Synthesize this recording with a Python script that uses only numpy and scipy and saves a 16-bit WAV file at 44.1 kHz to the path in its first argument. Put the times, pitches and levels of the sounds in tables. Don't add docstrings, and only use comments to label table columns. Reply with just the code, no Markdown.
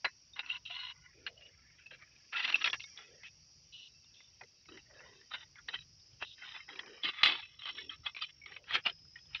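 import sys
import numpy as np
from scipy import signal
from scipy.fft import rfft, irfft, next_fast_len
from scipy.io import wavfile
from scipy.ndimage import uniform_filter1d, map_coordinates

SR = 44100
rng = np.random.default_rng(int(sys.argv[2]) if len(sys.argv) > 2 else 0)


def makeup_ratio(level_db):
    decades = np.asarray(level_db, float) / 20
    return 10 ** decades


def dump(signal):
    limited = np.clip(np.atleast_2d(signal).T, -1, 1)
    pcm = np.round(limited * 32767).astype(np.int16)
    wavfile.write(sys.argv[1], SR, pcm)


N = 414540
SIZE = next_fast_len(N + 8192, True)
HZ = np.fft.rfftfreq(SIZE, 1 / SR)


def unit(x):
    return x / np.sqrt(np.mean(np.abs(x) ** 2) + 1e-20)


def curves(rows):
    s, *cols = np.transpose(rows)
    return [np.interp(np.arange(N) / SR, s, c) for c in cols]


def during(rows):
    return (np.arange(N) > rows[0][0] * SR) & (np.arange(N) < rows[-1][0] * SR)


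def wobble(rate):
    knots = rng.standard_normal(int(N * rate / SR) + 4)
    return map_coordinates(knots, [np.arange(N) * rate / SR], order=1)


def hiss():
    return rng.standard_normal(N) + 1j * rng.standard_normal(N)


def coloured(x, spectrum):
    hz, db = np.transpose(spectrum)
    gain_db = np.interp(np.log(HZ + 1), np.log(hz), db)
    return irfft(rfft(x, SIZE) * makeup_ratio(gain_db), SIZE)[:N]


def patchy(patchy_db, size=512):
    z = signal.stft(rng.standard_normal(N), nperseg=size)[2]
    field = uniform_filter1d(rng.standard_normal(z.shape), size=3, axis=0)
    field = uniform_filter1d(field, size=6, axis=1)
    return unit(signal.istft(z * makeup_ratio(patchy_db * unit(field)), nperseg=size)[1][:N])


def steady(x):
    return x / np.sqrt(np.abs(uniform_filter1d(np.abs(x) ** 2, size=1800)) + 1e-12)


def fuzzy(hz, width_hz, drive):
    pole = np.exp(-np.pi * width_hz / SR)
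    envelope = steady(signal.lfilter([1], [1, -2 * pole, pole ** 2], drive))
    carrier = np.exp(2j * np.pi * np.cumsum(hz) / SR)
    return np.real(envelope * carrier) * 2 ** .5


# f/Hz, level/dB [dB per Hz]
RESIDUE = [(130, -26), (220, -3.5), (875, -14.5), (1780, -13), (2710, -5.5), (4250, -13), (5590, -35.5),
           (9460, -120)]


def remains():
    level_db = -75 + 1.3 * wobble(7)
    return makeup_ratio(level_db) * unit(coloured(patchy(patchy_db=2), RESIDUE))


# f/Hz, level/dB [dB per Hz]
WIND = [(13, -38), (22, -13), (81, -1.5), (157, -4.5), (193, -15), (260, -35.5), (340, -64), (570, -120)]


def wind(level_db):
    gusts_db = 0.69 * wobble(1.3) + 4.1 * wobble(14)
    return makeup_ratio(level_db + gusts_db) * unit(coloured(rng.standard_normal(N), WIND))


# f/Hz, level/dB [dB per Hz]
CHORUS = [(3900, -46), (4300, -14), (4650, -2.5), (5760, -0.5), (6140, -12), (6900, -19.5), (7500, -35.5),
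          (15100, -120)]


def insects(chorus_db, singers_db):
    strokes = 1 + 0.33 * np.sin(2 * np.pi * np.cumsum(350 + 3 * wobble(6.5)) / SR)
    note = fuzzy(5620 + 40 * wobble(2.5), 60, hiss())
    singers = makeup_ratio(singers_db + 2.8 * wobble(5.4)) * strokes * note
    far = unit(coloured(patchy(patchy_db=1.5), CHORUS))
    return singers + makeup_ratio(chorus_db + 0.98 * wobble(5.9)) * strokes * far


# t/s, chorus level/dB, wind level/dB, nearest singers level/dB
AMBIENCE = [(0, -66, -73.5, -71), (2.15, -68.5, -75, -76.5), (2.4, -63.5, -78, -63.5),
            (2.7, -57, -76, -57.5), (3.06, -64.5, -76.5, -70), (4.5, -65, -76, -74.5),
            (5.84, -66, -72.5, -72.5), (6.99, -65, -78, -71.5), (7.35, -70, -72, -87.5),
            (8.6, -70.5, -73.5, -87.5), (9.4, -67.5, -72.5, -72)]


def ambience():
    chorus_db, wind_db, singers_db = curves(AMBIENCE)
    return insects(chorus_db, singers_db) + wind(wind_db) + remains()


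# t/s, wing f/Hz, level/dB
CRICKET = [
    (7.3, 5364, -63.5),
    (7.55, 5444, -71.5),
    (7.79, 5500, -59),
    (8, 5437, -68.5),
    (8.5, 5540, -66),
    (8.57, 5510, -66),
]
# t/s, level/dB
BUZZER = [
    (5.3, -89),
    (6.05, -68.5),
    (6.2, -75),
    (6.55, -64.5),
    (7.1, -70),
    (7.2, -99),
    (8.8, -99),
    (8.83, -63),
    (9.4, -65),
]


def crickets():
    t = np.arange(N) / SR
    hz, trill_db = curves(CRICKET)
    buzz_db = curves(BUZZER)[0]
    strokes = (t - 8.574) * (53.1 + (t - 8.574))
    trill = np.cos(np.pi * strokes) ** 2 * np.sin(2 * np.pi * np.cumsum(hz) / SR)
    buzz_strokes = 0.81 + 0.26 * np.sin(np.pi * 78 * t) ** 2
    buzz = buzz_strokes * fuzzy(np.full(N, 5120.), 170, hiss())
    return makeup_ratio(trill_db + 9.0) * during(CRICKET) * trill + makeup_ratio(buzz_db + 3.5) * during(BUZZER) * buzz


# start t/s, end t/s, level/dB, start f/Hz, end f/Hz
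HOLLOW = [(0.042, 0.077, -51, 458.4, 426), (1.137, 1.342, -66.5, 430, 403), (1.28, 1.539, -72.5, 600, 494),
          (1.91, 1.971, -67.5, 599.5, 520), (2.421, 2.782, -66, 280, 419), (2.956, 3.226, -67.5, 420, 520),
          (4.409, 4.463, -67, 559.7, 399.3), (4.68, 4.805, -59, 330.4, 335.2),
          (4.861, 5.276, -67.5, 650, 328), (5.679, 5.78, -69, 402.5, 297),
          (6.666, 7.042, -62.5, 350, 506.1), (7.035, 7.111, -56, 350, 401), (7.229, 7.39, -60, 350, 402),
          (7.659, 7.979, -68.5, 400, 330), (8.447, 8.7, -70, 380, 560.4), (8.736, 8.8, -57.5, 379, 411.5),
          (8.857, 8.937, -63, 450, 401)]


def hollow():
    level, hz = np.zeros(N), np.full(N, 400.)
    for s, end, db, start_hz, end_hz in HOLLOW:
        at = slice(round(s * SR), round(end * SR))
        done = np.linspace(0, 1, at.stop - at.start)
        level[at] += makeup_ratio(db) * np.clip(np.minimum(8 * done, 4 * (1 - done)), 0, 1)
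        hz[at] = start_hz + done * (end_hz - start_hz)
    rush = fuzzy(hz * np.exp(0.072 * wobble(15)), 190, hiss())
    return level * makeup_ratio(3.1 * wobble(25)) * rush


# t/s, peak level/dB, f/Hz, t60/s
PINGS = [(.334, -45.5, 3680, 0.057), (.392, -36, 3780, 0.046), (0.522, -36.5, 3760, .04),
         (.545, -52.5, 970, 0.12), (.655, -45, 3860, 0.058), (.702, -50, 703, 0.095),
         (.715, -38.5, 2810, 0.051), (0.745, -41, 2885, 0.055), (.8, -39, 2920, .05),
         (.83, -49, 1014, 0.12), (.897, -43, 3000, 0.037), (2.347, -34.5, 1388, 0.12),
         (2.838, -46, 2200, 0.1), (4.992, -48, 2690, 0.043), (5.311, -44.5, 1264, .08),
         (5.414, -49, 1930, 0.034), (6.42, -40.5, 2090, .04), (6.434, -41.5, 1470, 0.041),
         (6.55, -44, 3500, 0.1), (6.603, -41.5, 2120, 0.053), (7.232, -22.5, 3994, .08),
         (7.426, -42, 2620, .12), (7.591, -46.5, 3810, .07), (7.632, -42.5, 3224, .08),
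         (7.784, -41, 2220, 0.087), (7.784, -40.5, 1746, .06), (7.912, -49, 1296, 0.11),
         (8.034, -60, 1260, 0.085), (8.063, -29, 2550, .04), (8.219, -33, 3530, 0.048),
         (8.415, -47, 2234, 0.067), (8.436, -46, 2240, 0.057), (8.74, -31, 2960, 0.066),
         (.046, -30, 995, 0.031), (.047, -31, 4055, 0.075), (.06, -56.5, 2616, 0.22),
          (1.859, -45.5, 2612, 0.088), (1.06, -51.5, 2000, 0.062), (1.264, -33, 1588, 0.031),
          (1.265, -39.5, 4240, 0.059), (1.376, -48, 2960, 0.047), (1.42, -51.5, 2833, 0.15),
          (1.452, -50, 2904, 0.11), (2.974, -33.5, 3387, 0.033), (3.001, -51, 3410, .05),
          (3.24, -48.5, 2570, 0.15), (3.74, -46.5, 2920, 0.14), (3.79, -50, 2960, 0.16),
          (4.412, -45.5, 750, 0.036), (5.585, -49.5, 1410, 0.058), (5.755, -37.5, 1955, 0.052),
          (5.806, -45, 3860, .04), (8.861, -33, 1224, 0.051), (9.157, -38.5, 1875, 0.044),
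          (9.188, -51, 3350, 0.033)]


def pings():
    out, t = np.zeros(N + SR), np.arange(SR // 5) / SR
    swell = 1 - np.exp(-t / .0022)
    for s, db, hz, t60 in PINGS:
        drift = 0.027 * np.sqrt(hz / 3000) * np.cumsum(rng.standard_normal(len(t)))
        decay = makeup_ratio(db + 3.0 - 60 * t / max(t60, .01))
        out[round(s * SR):][:len(t)] += decay * swell * np.sin(2 * np.pi * hz * t + drift)
    return out[:N]


# t/s of the peak, peak level/dB, f/Hz
POPS = [(.502, -26, 2717), (.513, -32, 2807), (.52, -31.5, 2817), (.556, -34.5, 2710), (.663, -39, 2770),
        (.751, -42, 4134), (.784, -41.5, 2842), (0.799, -41, 4260), (0.834, -44, 4170), (.853, -42, 3000),
        (2.357, -35, 2680), (2.384, -33.5, 2013), (2.403, -31.5, 2755), (2.441, -32, 1914),
        (2.447, -37, 4190), (2.448, -29, 2050), (2.487, -32.5, 2600), (2.545, -15, 2670),
        (2.593, -39.5, 2670), (2.644, -23.5, 2640), (2.732, -32, 3340), (2.805, -45, 2153),
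        (5.353, -47, 1722), (5.69, -38, 3963), (6.232, -36.5, 2740), (7.036, -26.5, 3424),
        (7.056, -33, 1850), (7.247, -21.5, 2870), (7.272, -25.5, 2067), (7.274, -27, 3962),
        (7.283, -31, 2024), (7.33, -35.5, 2590), (7.679, -42, 1206), (7.704, -38, 3143),
        (7.896, -32.5, 3207), (8.06, -40, 3380), (8.066, -29.5, 3296), (8.222, -34, 4737),
        (8.223, -38, 1260), (8.245, -38.5, 2400), (8.71, -39, 1205), (8.855, -33.5, 2930),
        (8.87, -26, 2860), (9.35, -33, 2440), (9.349, -32.5, 3670)]
POP_RISE_S, POP_FALL_S = 0.0011, .0035


def pops():
    out, t = np.zeros(N + SR), np.arange(-SR // 50, SR // 50) / SR
    swell = np.exp(-(t / np.where(t < 0, POP_RISE_S, POP_FALL_S)) ** 2 / 2)
    for s, db, hz in POPS:
        out[round((s + t[0]) * SR):][:len(t)] += makeup_ratio(db) * swell * np.sin(2 * np.pi * hz * t)
    return out[:N]


# t/s, peak level/dB, ring f/Hz
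SNAPS = [(0.0468, -23, 2841), (0.3915, -22, 2700), (0.4998, -32.5, 2530), (1.2645, -23, 2856),
         (2.3241, -40, 2640), (2.4773, -21, 2776), (2.5242, -18.5, 2795), (2.5441, -31, 3638),
         (2.6209, -30.5, 2740), (2.6424, -20, 2473), (2.7307, -17, 2700), (2.798, -37, 2689),
         (2.8389, -32.5, 3680), (2.9751, -35.5, 3417), (4.4119, -38, 2073), (5.3363, -29.5, 3680),
         (5.686, -21, 1843), (6.2128, -39, 2624), (6.7925, -24.5, 1926), (7.0354, -23, 3262),
         (7.2315, -19.5, 3434), (8.0646, -29, 3470), (8.1479, -32, 2301), (8.2192, -31, 3082),
         (8.5644, -31, 2215), (8.7081, -22, 1910), (8.8608, -16.5, 2816), (9.1586, -44, 3000)]
# t/s, peak level/dB, ring f/Hz
MORE_SNAPS = [(0.3613, -42, 2070), (0.4615, -31.5, 2660), (0.6600, -39, 3128), (0.7096, -36.5, 2920),
              (2.4446, -21, 2684), (2.555, -16, 2660), (3.2331, -34.5, 2090), (1.865, -39.5, 2609),
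              (4.2042, -43, 2040), (4.6879, -40, 3900), (4.7735, -36, 2030), (6.1315, -53.5, 3121),
              (7.635, -34.5, 3169), (7.656, -26, 3103), (7.7827, -46, 3470), (8.1657, -28, 2425),
              (8.46, -30.5, 2183), (8.52, -31.5, 1890), (8.6906, -42.5, 2988), (8.751, -17.5, 3210),
              (8.8969, -24.5, 3037), (4.044, -50, 3574)]
# t/s, peak level/dB, ring f/Hz
EXTRA_SNAPS = [(.887, -45, 3200), (2.3367, -38, 2700), (2.3612, -31, 2790), (2.4011, -21, 1945),
               (2.4994, -26, 2940), (2.6615, -20, 2957), (2.699, -23, 3476), (4.435, -41, 2030),
               (4.656, -47.5, 2198), (5.213, -43.5, 1730), (5.317, -40, 1890), (6.3814, -42, 1860),
               (6.561, -30.5, 2470), (6.6887, -33.5, 2010), (6.7271, -41, 3320), (6.7576, -34, 2350),
               (6.8603, -40, 2340), (7.0946, -28, 2710), (7.1744, -40, 2020), (7.238, -18, 2885),
               (7.274, -17.5, 3303), (7.289, -18, 3000), (8.2969, -50, 3000), (8.5413, -38, 3010),
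               (8.6406, -46, 2690), (8.7635, -24.5, 2426), (5.998, -54, 3750), (0.051, -20.5, 2570),
               (2.022, -42, 2140), (2.162, -48.5, 2430), (5.133, -51, 2760), (5.351, -33, 2104),
               (5.556, -40.5, 2094), (5.583, -45.5, 3430), (5.737, -33.5, 3040), (8.985, -55, 3100),
               (9.051, -55, 1474), (9.188, -48, 1900), (9.396, -39, 2780), (9.255, -53, 3500)]


def snaps():
    out, t = np.zeros(N + SR), np.arange(SR // 20) / SR
    rise = 1 - np.exp(-t / 0.00072)
    for s, db, hz in [*SNAPS, *MORE_SNAPS, *EXTRA_SNAPS]:
        noise = rng.standard_normal((2, len(t)))
        ring = makeup_ratio(-60 * t / 0.036) * np.sin(2 * np.pi * hz * t + 0.089 * np.cumsum(noise[0]))
        crack = 0.95 * makeup_ratio(-60 * t / 0.023) * noise[1]
        out[round(s * SR):][:len(t)] += makeup_ratio(db - 6.0) * rise * (ring + crack)
    return coloured(out, [(200, -18.5), (900, -3.0), (4200, 2.0), (5500, -13.0), (7000, -37), (9000, -58.5)])


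# t/s, peak level/dB, fall by SPAN_DB/s, larger folds' share/dB
BLOWS = [(.393, -32, .036, -9), (.654, -46.5, .26, -18), (1.266, -37, .044, -4), (4.688, -48, .05, -4.5),
         (4.41, -51, .07, -2), (5.684, -39, .045, -6), (.0465, -25, .046, -4), (1.785, -56.5, .23, -3.5),
         (2.556, -29, .025, -9), (2.644, -28, .04, -7), (2.674, -26.5, .0334, -4), (2.798, -44, .07, -14),
         (2.976, -50.5, .29, -4), (4.14, -59.5, .65, -26), (6.548, -47, .2, -6),
         (2.658, -24.5, .0427, -6.5), (6.687, -50, .42, -4.5), (6.792, -38.5, .03, -8.5),
         (7.233, -22, .2, -8), (7.592, -49, .3, -8), (7.783, -44.5, .17, -10), (8.165, -41, .08, -8),
         (8.564, -46, .05, -7.5), (9.157, -55, .12, -3), (9.348, -36, .06, -12)]
# peak t/s, peak level/dB, rise/s and fall/s by SPAN_DB, larger folds' share/dB
SQUEEZES = [(1.063, -57, .15, 0.0267, -3), (2.02, -55, 0.098, 0.1009, -0.5),
            (2.372, -35, 0.05935, .3, -6.5), (2.455, -31, 0.1, 0.01, -9), (2.504, -33, 0.11, 0.01205, -4),
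            (2.622, -37, 0.06014, .03, -5), (2.741, -33.5, .021, 0.03406, -3),
            (5.014, -56, 0.51, 0.82, -4.5), (5.346, -38, 0.04, 0.06, -4), (5.319, -45.5, 0.026, .03, -2.5),
            (5.416, -51, 0.21, 0.1, -5), (5.594, -54.5, 0.12, 0.05, -1), (5.742, -38, 0.044, .075, -9.5),
            (6.226, -33.5, 0.025, .035, -6), (6.436, -49, 0.14, .05, -5),
            (7.046, -29.5, 0.021, 0.05, -11.5), (7.222, -39.5, 0.22, 0.013, -3.5),
            (7.69, -39, .13, .075, -8.5), (8.068, -38, 0.036, .065, -5.5),
            (8.223, -34.5, 0.025, 0.062, -14), (8.305, -52.5, 0.083, 0.018, -6.5),
            (8.757, -28, 0.089, .055, -4.5), (8.866, -29, 0.022, 0.058, -5),
            (9.345, -56.5, 0.2, .012, -5.5), (9.398, -50, 0.015, 0.011, -3)]
# t/s, length/s, level/dB, larger folds' share/dB, freest mode f/Hz
RUBS = [(.362, 0.025, -50, -5, 2857), (.43, 0.065, -54.5, -4.5, 2760), (.49, 0.08, -45.5, -9.5, 2800),
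        (.701, .215, -45.5, -9.5, 2891), (0.934, 0.37, -63.5, -3.5, 2477), (1.37, 0.12, -60, -6.5, 2858),
        (1.483, .38, -65, -2, 2608), (1.912, 0.03997, -52.5, -5, 2687), (1.959, .36, -64, -3, 2546),
        (2.328, 0.24, -43, -3, 2640), (2.561, 0.051, -50, -4.5, 2670), (2.869, 0.4, -62.5, -3, 3189),
        (3.233, 0.052, -52, -4.5, 2570), (3.728, .15, -55, -39, 2920), (3.89, 0.8, -67, -9, 2654),
        (4.72, 0.087, -57.5, -5.5, 2862), (5.782, .045, -56, -10, 3900), (6.25, 0.093, -55, -25, 3769),
        (6.443, 0.12, -50.5, -7.5, 3638), (6.682, 0.34, -56, -3.5, 2990), (7.045, 0.058, -36.5, -6.5, 2774),
        (7.357, .105, -54, -7, 2526), (7.489, .08, -60, -6.5, 3419), (7.753, .03, -50, -8, 3330),
        (7.901, .05, -50, -7, 3300), (8.46, 0.096, -55.5, -6, 2280)]
SPAN_DB = 30
BLOW_RISE_S, RUB_RISE_S, RUB_FALL_S, RUB_SAG_DB = .003, 0.011, .028, 2
IDLE_DB, IDLE_FOLDS_DB = -72, -9
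STIFF_HZ = 2400


def hand():
    t = np.arange(N) / SR
    rings = np.array([(s, hz) for s, _, hz in [*SNAPS, *MORE_SNAPS] if hz > STIFF_HZ])

    def ring_hz(s):
        return rings[np.argmin(np.abs(rings[:, 0] - s)), 1]

    moves = [(s, 0, db, 0, BLOW_RISE_S, fall, folds, ring_hz(s)) for s, db, fall, folds in BLOWS]
    moves += [(s, 0, db, 0, rise, fall, folds, ring_hz(s)) for s, db, rise, fall, folds in SQUEEZES]
    moves += [(s, hold, db + RUB_SAG_DB / 2, RUB_SAG_DB, RUB_RISE_S, RUB_FALL_S, folds, hz)
              for s, hold, db, folds, hz in RUBS]
    level_db, folds_db = np.full(N, IDLE_DB * 1.), np.full(N, IDLE_FOLDS_DB * 1.)
    mode_hz = np.full(N, 2800.)
    for s, hold, db, sag, rise, fall, folds, hz in moves:
        begin, end = s - 2 * rise, s + hold + 2 * fall
        at = slice(max(round(begin * SR), 0), round(end * SR))
        corners_db = [db - 2 * SPAN_DB, db, db - sag, db - sag - 2 * SPAN_DB]
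        shape = np.interp(t[at], [begin, s, s + hold, end], corners_db)
        wins = np.flatnonzero(shape > level_db[at]) + at.start
        level_db[wins], folds_db[wins], mode_hz[wins] = shape[wins - at.start], folds, hz
    return level_db, folds_db, mode_hz


def modes(table, between_db):
    response = makeup_ratio(between_db)
    for k, (centre, width, db) in enumerate(table):
        peak = 1j * HZ * width / (centre * centre - HZ * HZ + 1j * HZ * width)
        response = response + (-1) ** k * makeup_ratio(db) * peak
    return response


def buckling():
    draw = rng.random((14000, 3))
    start = (draw[:, 0] * N).astype(int)
    size = makeup_ratio(-2.3 * np.log(draw[:, 1]) + 4.7 * wobble(90)[start])
    clicks = unit(np.bincount(start, size * np.cos(2 * np.pi * draw[:, 2]), N))
    rub = makeup_ratio(3.5 * wobble(60)) * patchy(patchy_db=5.5, size=1024)
    return start, size, 0.66 * clicks + 0.69 * rub


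# f/Hz, width/Hz, level/dB
FRAME = [(666, 22, -27.5), (1014, 100, -4.5), (1452, 44, -6.5), (2040, 120, -6.5), (2700, 69, -7),
         (2920, 60, 0.5), (3344, 110, -11.5), (3770, 78, -4.5), (4150, 46, -7.5)]
BUNDLE = [(1345, 83, -15), (2115, 60, -8.5), (2640, 870, -22.5), (3920, 120, -12.5)]
FOLDED = [(1890, 230, -10.5), (2660, 240, -5), (3123, 170, -6), (3530, 170, -10.5), (3900, 41, 0)]
PLATE = [(1175, 69, -11.5), (2090, 200, -3), (2570, 37, -6.5), (2780, 130, -9), (3096, 67, -11.5),
         (3420, 32, -4), (3940, 18, -6), (4430, 7.4, -2)]
# from t/s, modes, level of the largest folds over the middle ones/dB
GRIPS = [
    (0, FRAME, -2.5),
    (1.1, BUNDLE, -5.5),
    (3.5, FOLDED, -2.5),
    (6.999, PLATE, -3.5),
    (8.65, BUNDLE, -4),
]
# f/Hz, level/dB [dB per Hz]
UPPER = [(2100, -50), (2550, -2), (4200, -5), (4500, -16.5), (5700, -37.5), (9000, -58)]
# f/Hz, level/dB [dB per Hz]
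MIDDLE = [(1300, -52.5), (1650, 6.5), (2450, 3), (2900, -71)]
# f/Hz, level/dB [dB per Hz]
LOW = [(150, -17.5), (500, -15), (800, -3), (1550, -0.5), (1900, -56.5)]
# f/Hz, level/dB [dB per Hz]
EDGE = [(4300, -35.5), (4700, 3), (5600, -12), (6600, -19.5), (9000, -25)]


def crackle():
    level_db, middle_db, mode_hz = hand()
    t = np.arange(N) / SR
    power = makeup_ratio(2 * level_db) - makeup_ratio(2 * -72.5)
    level = uniform_filter1d(np.sqrt(np.clip(power, 0, None)), size=40)
    start, size, drive = buckling()
    drive_spectrum = rfft(drive, SIZE)
    grip = np.searchsorted([s0 for s0, *_ in GRIPS], t, "right") - 1
    low_db = middle_db + np.array([db for *_, db in GRIPS])[grip]
    held = [irfft(drive_spectrum * modes(table, between_db=-17.5), SIZE)[:N] for _, table, _ in GRIPS]
    rung = np.choose(grip, held)
    free_drive = np.bincount(start, size, N) * np.exp(2j * np.pi * rng.random(N))
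    free = .62 * fuzzy(mode_hz, 200, free_drive)
    flat = middle_db < -22
    middle_db = middle_db + 1.7 * wobble(22)
    low_db = low_db + 1.8 * wobble(22)
    upper = np.sqrt(np.clip(1 - makeup_ratio(2 * middle_db) - makeup_ratio(2 * low_db), .04, 1))
    bands = upper * (steady(coloured(rung, UPPER)) + free)
    slide = coloured(coloured(patchy(patchy_db=2), UPPER), [(2500, -9), (2800, -5)])
    bands[flat] = steady(slide)[flat] + 1.1 * free[flat]
    bands += makeup_ratio(middle_db) * steady(coloured(rung, MIDDLE))
    bands += makeup_ratio(low_db) * steady(coloured(rung, LOW))
    bands += makeup_ratio(-6.0) * np.abs(level) ** 0.41 * steady(coloured(drive, EDGE))
    return level * bands


def suppressed(x, gate_db):
    z = signal.stft(x, nperseg=512, noverlap=384)[2]
    power = np.abs(uniform_filter1d(np.abs(z) ** 2, size=9, axis=1))
    gain = power / (power + makeup_ratio(2 * gate_db))
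    return signal.istft(z * gain, nperseg=512, noverlap=384)[1][:N]


def scene():
    background = ambience() + crickets()
    pieces = hollow() + pings() + pops() + snaps()
    return (background + pieces + suppressed(crackle(), gate_db=-77.0))[None]


# f/Hz, level/dB
MIC = [(22, -15), (48, 1.5), (6000, -1.5), (7000, -6.5), (7600, -11.5), (9000, -47)]
# f/Hz, level/dB [dB per Hz]
SPRAY = [(6000, -29), (7500, 2), (9500, -15.5), (15000, -4.5), (15700, -6), (15800, -49.5)]
# f/Hz, level/dB [dB per Hz]
AIR = [(6800, -40), (7600, -0.5), (12000, -6), (15700, 2), (15800, -60)]


def microphone(x):
    strain = uniform_filter1d(np.abs(x), size=200) ** .9
    spray = makeup_ratio(-48.0) * x.std() * unit(coloured(x * strain * rng.standard_normal(N), SPRAY))
    air = makeup_ratio(-101) * unit(coloured(rng.standard_normal(N), AIR))
    return coloured(x, MIC) + spray + air


def low_pass(x):
    return signal.sosfilt(signal.butter(12, 15750, fs=SR, output="sos"), x)


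def record(dry):
    heard = microphone(dry[0])
    return low_pass(heard[None])


dry = scene()
out = record(dry)
dump(out)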